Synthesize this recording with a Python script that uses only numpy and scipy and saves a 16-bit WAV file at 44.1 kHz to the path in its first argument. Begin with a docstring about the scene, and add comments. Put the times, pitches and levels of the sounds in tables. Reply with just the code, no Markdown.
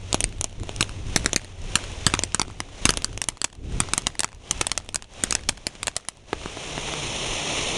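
"""Sharp cracks over a soft hiss: a fountain firework burns on a concrete yard, a few metres from a camera.
Its jet of gas swells as each pellet catches and throws out stars, sparks that burst with a tiny shock.
Each crack arrives twice, directly and off the ground, and the loud ones overload the microphone.
A breeze rumbles and a low hum comes and goes. Near the end the stars die out, the nozzle thuds
a few times as the last charge lights, and the hiss grows loud."""
import sys
import numpy as np
from scipy.fft import rfft, irfft, next_fast_len
from scipy.io import wavfile
from scipy.ndimage import map_coordinates

SR = 44100
rng = np.random.default_rng(int(sys.argv[2]) if len(sys.argv) > 2 else 0)


def int16_out(signal):
    """Quantize to a 16-bit WAV file."""
    q = np.round(np.clip(np.atleast_2d(signal).T, -1, 1) * 32767)
    wavfile.write(sys.argv[1], SR, q.astype(np.int16))


N = 342657

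# a low hum comes and goes: (time [s], pitch [Hz], level [dB])
HUM_PATH = [(0, 98, -38.5), (1.3, 96.1, -49), (1.6, 92.1, -42.5), (2.2, 89.1, -34.5), (2.5, 92.1, -59),
            (6.3, 135.1, -71), (6.8, 142, -41), (7.77, 139.8, -46.5)]
# a light breeze on the microphone dies down and returns: (time [s], relative level [dB])
BREEZE_LEVELS = [(0, -38), (1.4, -36.5), (1.8, -40.5), (3.0, -40), (3.45, -48), (5.5, -48.5), (6.2, -56.5),
                 (6.4, -39.5), (7.77, -38.5)]
# brief gusts on top of it: (time of peak [s], level [dB])
GUST_PEAKS = [(0.73, -33.5), (1.15, -28.5), (3.73, -35.5)]
# the tone of air pushing on the microphone: (frequency [Hz], relative level [dB])
RUMBLE_SPECTRUM = [(8, -4), (25, 3.5), (45, 2.5), (70, -2), (95, -2), (130, -7), (200, -14.5), (400, -18),
                   (1500, -78)]
# the steady flame sinks halfway through: (time [s], relative level [dB])
FLAME_LEVELS = [(0, -55), (3.0, -52), (3.45, -61.5), (6.2, -59)]
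# pellets catch in turn and make the jet flare: (start [s], relative level [dB], burning time [s])
PELLET_BURNS = [(-0.04, -43, 0.13), (0.55, -46.5, 0.38), (0.98, -41.5, 0.23), (1.55, -41.3, 0.32),
                (1.86, -41.5, 0.26), (2.69, -40, 0.15), (3.61, -43.5, 0.34), (4.39, -42, 0.18),
                (5.08, -40.5, 0.17), (5.51, -50.5, 0.32)]
# the hiss as heard, its treble cut off sharply near 12.5 kHz: (frequency [Hz], relative level [dB])
HISS_SPECTRUM = [(300, -31), (1000, 0.5), (1700, 3), (2600, 1.5), (3600, -1), (5000, -1.5), (6500, -5),
                 (8000, -5.5), (10000, -14), (12200, -19), (12700, -48)]
# the tone of the flame: (frequency [Hz], relative level [dB])
ROAR_SPECTRUM = [(60, -38), (140, 0), (250, -1.5), (400, 1.5), (700, 1), (1200, -5), (2000, -16),
                 (5000, -46)]
# the jet's sound moves down into the nozzle as the stars stop: (time [s], clean ground echo [share])
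JET_ECHO_SHARE = [(0, .42), (6.4, .42), (7.1, .7)]
# echoes from close to the camera: (delay [ms], relative level [dB])
NEAR_ECHOES = [(2.25, -17), (3.1, -11.5), (3.9, -33), (14.8, -24)]
# dull echoes from things around the yard: (delay [ms], relative level [dB])
FAR_ECHOES = [(21, -31), (34, -26)]
# a bright slap back from a distant wall: (delay [ms], relative level [dB])
WALL_ECHO = [(84.5, -22.5)]
# cracks of stars (the higher the star, the later its ground echo), then six dull thuds in the nozzle:
# (time [s], relative level [dB], shock length [ms], echo delay [ms])
CRACKS_AND_THUDS = [(0.129, 7.5, 0.028, 0.26), (0.1444, 11, 0.066, 0.3), (0.2057, 18.5, 0.0069, 0.33),
                    (0.2413, 8.5, 0.028, 0.46), (0.4115, 3, 0.026, 0.3), (0.4429, 3, 0.034, 0.31),
                    (0.6342, -17.5, 0.14, 0.3), (0.693, -14, 0.22, 0.29), (0.7629, -11.5, 0.031, 0.33),
                    (0.8086, 16.5, 0.029, 0.76), (0.8273, 6.5, 0.03, 0.31), (1.1611, 22, 0.027, 0.51),
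                    (1.2602, 11.5, 0.047, 0.54), (1.3319, 8, 0.035, 0.31), (1.3615, 14.5, 0.03, 0.45),
                    (1.7554, 21.5, 0.019, 0.7), (2.0658, 22, 0.037, 0.62), (2.1388, 9, 0.11, 0.83),
                    (2.1918, 1.5, 0.059, 0.33), (2.2363, 8.5, 0.028, 0.37), (2.3462, 8.5, 0.054, 0.717),
                    (2.3963, 4.5, 0.1, 0.85), (2.4162, 3, 0.087, 0.87), (2.6037, -5, 0.098, 0.99),
                    (2.8539, 23, 0.028, 0.78), (2.892, 13.5, 0.054, 0.65), (2.9058, 15, 0.008, 0.32),
                    (2.9727, 8, 0.018, 0.31), (3.0213, -13.6, 0.059, 0.34), (3.045, 13.5, 0.012, 0.66),
                    (3.1765, -7.5, 0.037, 0.33), (3.2173, 6.5, 0.02, 1.07), (3.2408, -3.5, 0.016, 0.31),
                    (3.2868, 8.5, 0.029, 0.96), (3.4164, 0.5, 0.031, 0.65), (3.4433, 5.5, 0.026, 0.9),
                    (3.4463, 4, 0.031, 1.16), (3.8029, 13.5, 0.05, 0.86), (3.9355, 14, 0.022, 0.78),
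                    (3.9789, 11, 0.029, 0.95), (4.0689, 11.5, 0.032, 1.02), (4.1939, 5, 0.031, 0.48),
                    (4.2047, 8, 0.02, 1.08), (4.2339, -1.5, 0.044, 1.17), (4.2447, 2, 0.052, 0.87),
                    (4.5105, 15.5, 0.013, 0.97), (4.6121, 10, 0.059, 2.27), (4.6685, 6, 0.029, 1.13),
                    (4.7167, 5, 0.045, 0.92), (4.7768, 5, 0.026, 1.51), (4.8902, -10.5, 0.053, 0.34),
                    (4.9452, 5, 0.014, 0.74), (4.9584, 6, 0.021, 1.22), (5.2375, 13, 0.029, 0.59),
                    (5.3087, 7, 0.022, 0.46), (5.3252, 7.5, 0.028, 0.76), (5.3513, 8.5, 0.037, 1.15),
                    (5.4892, 14, 0.015, 0.92), (5.4927, 11, 0.022, 1.21), (5.6685, 7.5, 0.028, 0.42),
                    (5.831, 3, 0.019, 0.83), (5.8704, 3.5, 0.037, 1.77), (5.8809, 4, 0.04, 1.18),
                    (5.9655, 9, 0.019, 1.6), (6.0864, 6.5, 0.012, 0.99), (6.3305, -2.5, 0.37, 2.44),
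                    (6.4595, -11, 0.35, 0.74), (6.571, -16, 0.5, 2.87), (6.779, -10.5, 0.33, 1.08),
                    (6.887, -12.5, 0.32, 2.2), (6.938, -13, 0.24, 0.84)]
# the camera dulls the highest treble: (frequency [Hz], gain [dB])
CAMERA_TONE = [(20, 1.5), (9900, 1), (10500, -3), (11000, -14.5), (11800, -12), (12500, -29),
               (15500, -28.5)]
TOP_HZ = 16800  # the camera keeps nothing above this


def amp(db):
    """Turn decibels into a factor to multiply by."""
    return 10 ** (np.asarray(db) / 20)


def unit(x):
    """Scale a signal to an average (rms) level of 1."""
    return x / np.sqrt(np.mean(x ** 2) + 1e-20)


def along(points, hz):
    """Gain at each frequency, joining (frequency [Hz], level [dB]) points on a log axis."""
    point_hz, db = np.transpose(points)
    return amp(np.interp(np.log(hz + 1), np.log(point_hz + 1), db))


def curve(rows):
    """Join (time [s], value) rows with straight lines, one value per sample."""
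    return np.interp(np.arange(N) / SR, *np.transpose(rows))


def wobble(rate):
    """A smooth curve through `rate` random values a second."""
    return map_coordinates(rng.standard_normal(int(N * rate / SR) + 4), [np.arange(N) * rate / SR])


def filtered(x, response):
    """Apply a filter: response(hz) says how each frequency is scaled and delayed."""
    size = next_fast_len(N + SR // 2)
    return irfft(rfft(x, size) * response(np.fft.rfftfreq(size, 1 / SR)), size)[:N]


def noise(spectrum):
    """Noise with the given tone, at level 1."""
    return unit(filtered(rng.standard_normal(N), lambda hz: along(spectrum, hz)))


def lag(hz, ms):
    """A filter that delays the sound."""
    return np.exp(-2j * np.pi * hz * ms / 1000)


def relax(hz, ms):
    """A filter that makes a click die away over about `ms`, dulling it."""
    return 1 / (1 + 2j * np.pi * hz * ms / 1000)


def resonance(hz, centre_hz, q):
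    """A filter that rings at one pitch, longer for a higher q."""
    return 1j * hz * centre_hz / q / (centre_hz ** 2 - hz ** 2 + 1j * hz * centre_hz / q)


def hum(waver_db, drift_hz):
    """A low drone that wavers in level and pitch."""
    times, hz, db = np.transpose(HUM_PATH)
    pitch = curve(np.c_[times, hz]) + drift_hz * wobble(22)
    level_db = curve(np.c_[times, db]) + waver_db * wobble(12)
    return amp(level_db) * np.sin(2 * np.pi * np.cumsum(pitch) / SR)


def rumble(breeze_db, flare_db, lumps_db, gust_half_s=0.11):
    """Air hits the microphone in soft lumps: the breeze, its gusts and a low puff with every flare."""
    t = np.arange(N) / SR
    breeze = amp(curve(BREEZE_LEVELS) + breeze_db)
    gusts = sum(amp(db) * np.exp(-((t - peak_s) / gust_half_s) ** 2) for peak_s, db in GUST_PEAKS)
    puffs = amp(flare_db) * np.sqrt(pellets())
    lumps = unit(amp(lumps_db * wobble(13)) * noise(RUMBLE_SPECTRUM))
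    return np.hypot(breeze + gusts, puffs) * lumps


def pellets(catch_s=0.17, fade_db_per_s=52):
    """Power of the jet's flares: each pellet catches, burns and fades once spent."""
    t, power = np.arange(N) / SR, np.zeros(N)
    for start_s, db, burn_s in PELLET_BURNS:
        rise = np.clip((t - start_s) / catch_s, 0, 1)
        spent_s = np.maximum(t - start_s - burn_s, 0)
        power += (rise * amp(db - fade_db_per_s * spent_s)) ** 2
    return power


def last_charge(start_s=6.257, catch_s=0.034, settle_s=0.47, full_db=-27, growth_db=23):
    """Power of the last charge: it catches at once, then grows into the loud hiss."""
    age = np.maximum(np.arange(N) / SR - start_s, 0)
    level_db = full_db - growth_db * np.exp(-age / settle_s)
    return (np.minimum(age / catch_s, 1) * amp(level_db)) ** 2


def jet(hiss_db, roar_db, roar_slope, sputter_db, ground_ms=0.316):
    """Gas hisses from the nozzle and roars in the flame; its ground echo cancels some frequencies."""
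    thrust_db = 10 * np.log10(amp(curve(FLAME_LEVELS)) ** 2 + pellets() + last_charge())
    sputter = sputter_db * wobble(170) + .5 * wobble(25)
    hiss = amp(thrust_db + hiss_db + sputter) * noise(HISS_SPECTRUM)
    # a slope below 1 makes the roar grow more slowly than the hiss
    roar = amp(roar_slope * thrust_db + roar_db + sputter + 0.32 * wobble(40)) * noise(ROAR_SPECTRUM)
    gas, share = hiss + roar, curve(JET_ECHO_SHARE)
    echo = filtered(gas, lambda hz: lag(hz, ground_ms))
    return (gas + share * echo) / np.hypot(1, share)


def smear(fade_s, count, size):
    """Rough surfaces scatter each click into its own noise, which falls 60 dB in fade_s."""
    dying = rng.standard_normal((count, size)) * amp(-60 * np.arange(size) / SR / fade_s)
    return rfft(dying / np.linalg.norm(dying, axis=1, keepdims=True))


def echoes(table, hz, count):
    """Delayed copies, timed a little differently for each burst."""
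    return sum(amp(db) * lag(hz, ms + 0.16 * rng.standard_normal((count, 1))) for ms, db in table)


def yard(hz, count, size):
    """One filter per burst for its paths to the camera: straight there and bounced around the yard."""
    near = echoes(NEAR_ECHOES, hz, count) * (0.58 + 0.52 * smear(0.0059, count, size)) * relax(hz, 0.038)
    far_tone = (0.23 + resonance(hz, centre_hz=1500, q=3.1)) * relax(hz, 0.023)
    far = echoes(FAR_ECHOES, hz, count) * (0.86 + 0.63 * smear(0.0058, count, size)) * far_tone
    slap = echoes(WALL_ECHO, hz, count) * smear(0.006, count, size) * 0.89 * relax(hz, 0.047)
    scatter = amp(-15) * smear(0.045, count, size) * relax(hz, 0.0061)
    tail = amp(-28.5) * smear(0.19, count, size) * relax(hz, 0.011)
    camera_ring = amp(-2) * smear(0.0023, count, size) * resonance(hz, centre_hz=5320, q=0.83)
    return 1 + near + far + slap + scatter + tail + camera_ring


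def microphone(hz):
    """Shocks ring the microphone's opening and hollow case; its membrane swings back slowly."""
    opening = (1 + 1.18 * resonance(hz, centre_hz=9060, q=1.64)) * relax(hz, 0.014)
    case = 1 + 0.26 * resonance(hz, centre_hz=640, q=5.4)
    bass_hz, bass_q = 140, 0.65
    swing = hz ** 2 / (bass_hz ** 2 - hz ** 2 + 1j * hz * bass_hz / bass_q)
    return opening * case * swing


def sparks(loudest_db, spread_db, length_ms, count=100, end_s=6.1):
    """Faint sparks snap at random times and heights: rows like those of CRACKS_AND_THUDS."""
    when, faintness, length, height = rng.random((count, 4)).T
    level_db = loudest_db - spread_db * np.sqrt(faintness)
    return np.c_[when * end_s, level_db, length_ms * (.5 + length), .3 + height]


def shocks(bursts, echo_share, rounding, size=8192):
    """Each burst is a jump in air pressure that dies away, followed by a quick echo."""
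    hz, out = np.fft.rfftfreq(size, 1 / SR), np.zeros(N + size)
    times, db, length_ms, echo_ms = np.transpose(bursts)[..., None]
    area = amp(db) * length_ms * SR / 1000
    rise_ms = rounding * length_ms ** 2  # long shocks rise softly
    jump = area * relax(hz, length_ms) * relax(hz, rise_ms) * (hz < TOP_HZ)
    with_echo = 1 + echo_share * lag(hz, echo_ms)
    waves = irfft(jump * with_echo * yard(hz, len(bursts), size))
    lead = size // 128  # room for the ripple just before each jump
    for time_s, wave in zip(times[:, 0], waves):
        start = max(round(time_s * SR) - lead, 0)
        out[start:start + size] += np.roll(wave, lead)
    return out[:N]


def crackle():
    """Shock waves from stars, sparks and thuds in the nozzle strike the microphone."""
    bursts = np.vstack([CRACKS_AND_THUDS, sparks(loudest_db=-17.5, spread_db=25, length_ms=0.053)])
    return filtered(shocks(bursts, echo_share=0.63, rounding=0.52), microphone)


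def scene():
    """Crackle over the jet, the rumble and the hum, in one channel."""
    gas = jet(hiss_db=-0.54, roar_db=-13.5, roar_slope=0.8, sputter_db=1.1)
    air = rumble(breeze_db=-0.5, flare_db=4.5, lumps_db=3.5)
    return (crackle() + gas + air + hum(waver_db=1.5, drift_hz=6.07))[None]


def record(dry):
    """The overloaded microphone flattens loud peaks, then the camera dulls and cuts the top treble."""
    ceiling = 0.53
    clipped = np.clip(dry[0], -ceiling, ceiling)
    return filtered(clipped, lambda hz: along(CAMERA_TONE, hz) * (hz < TOP_HZ))[None]


dry = scene()
out = record(dry)
int16_out(out)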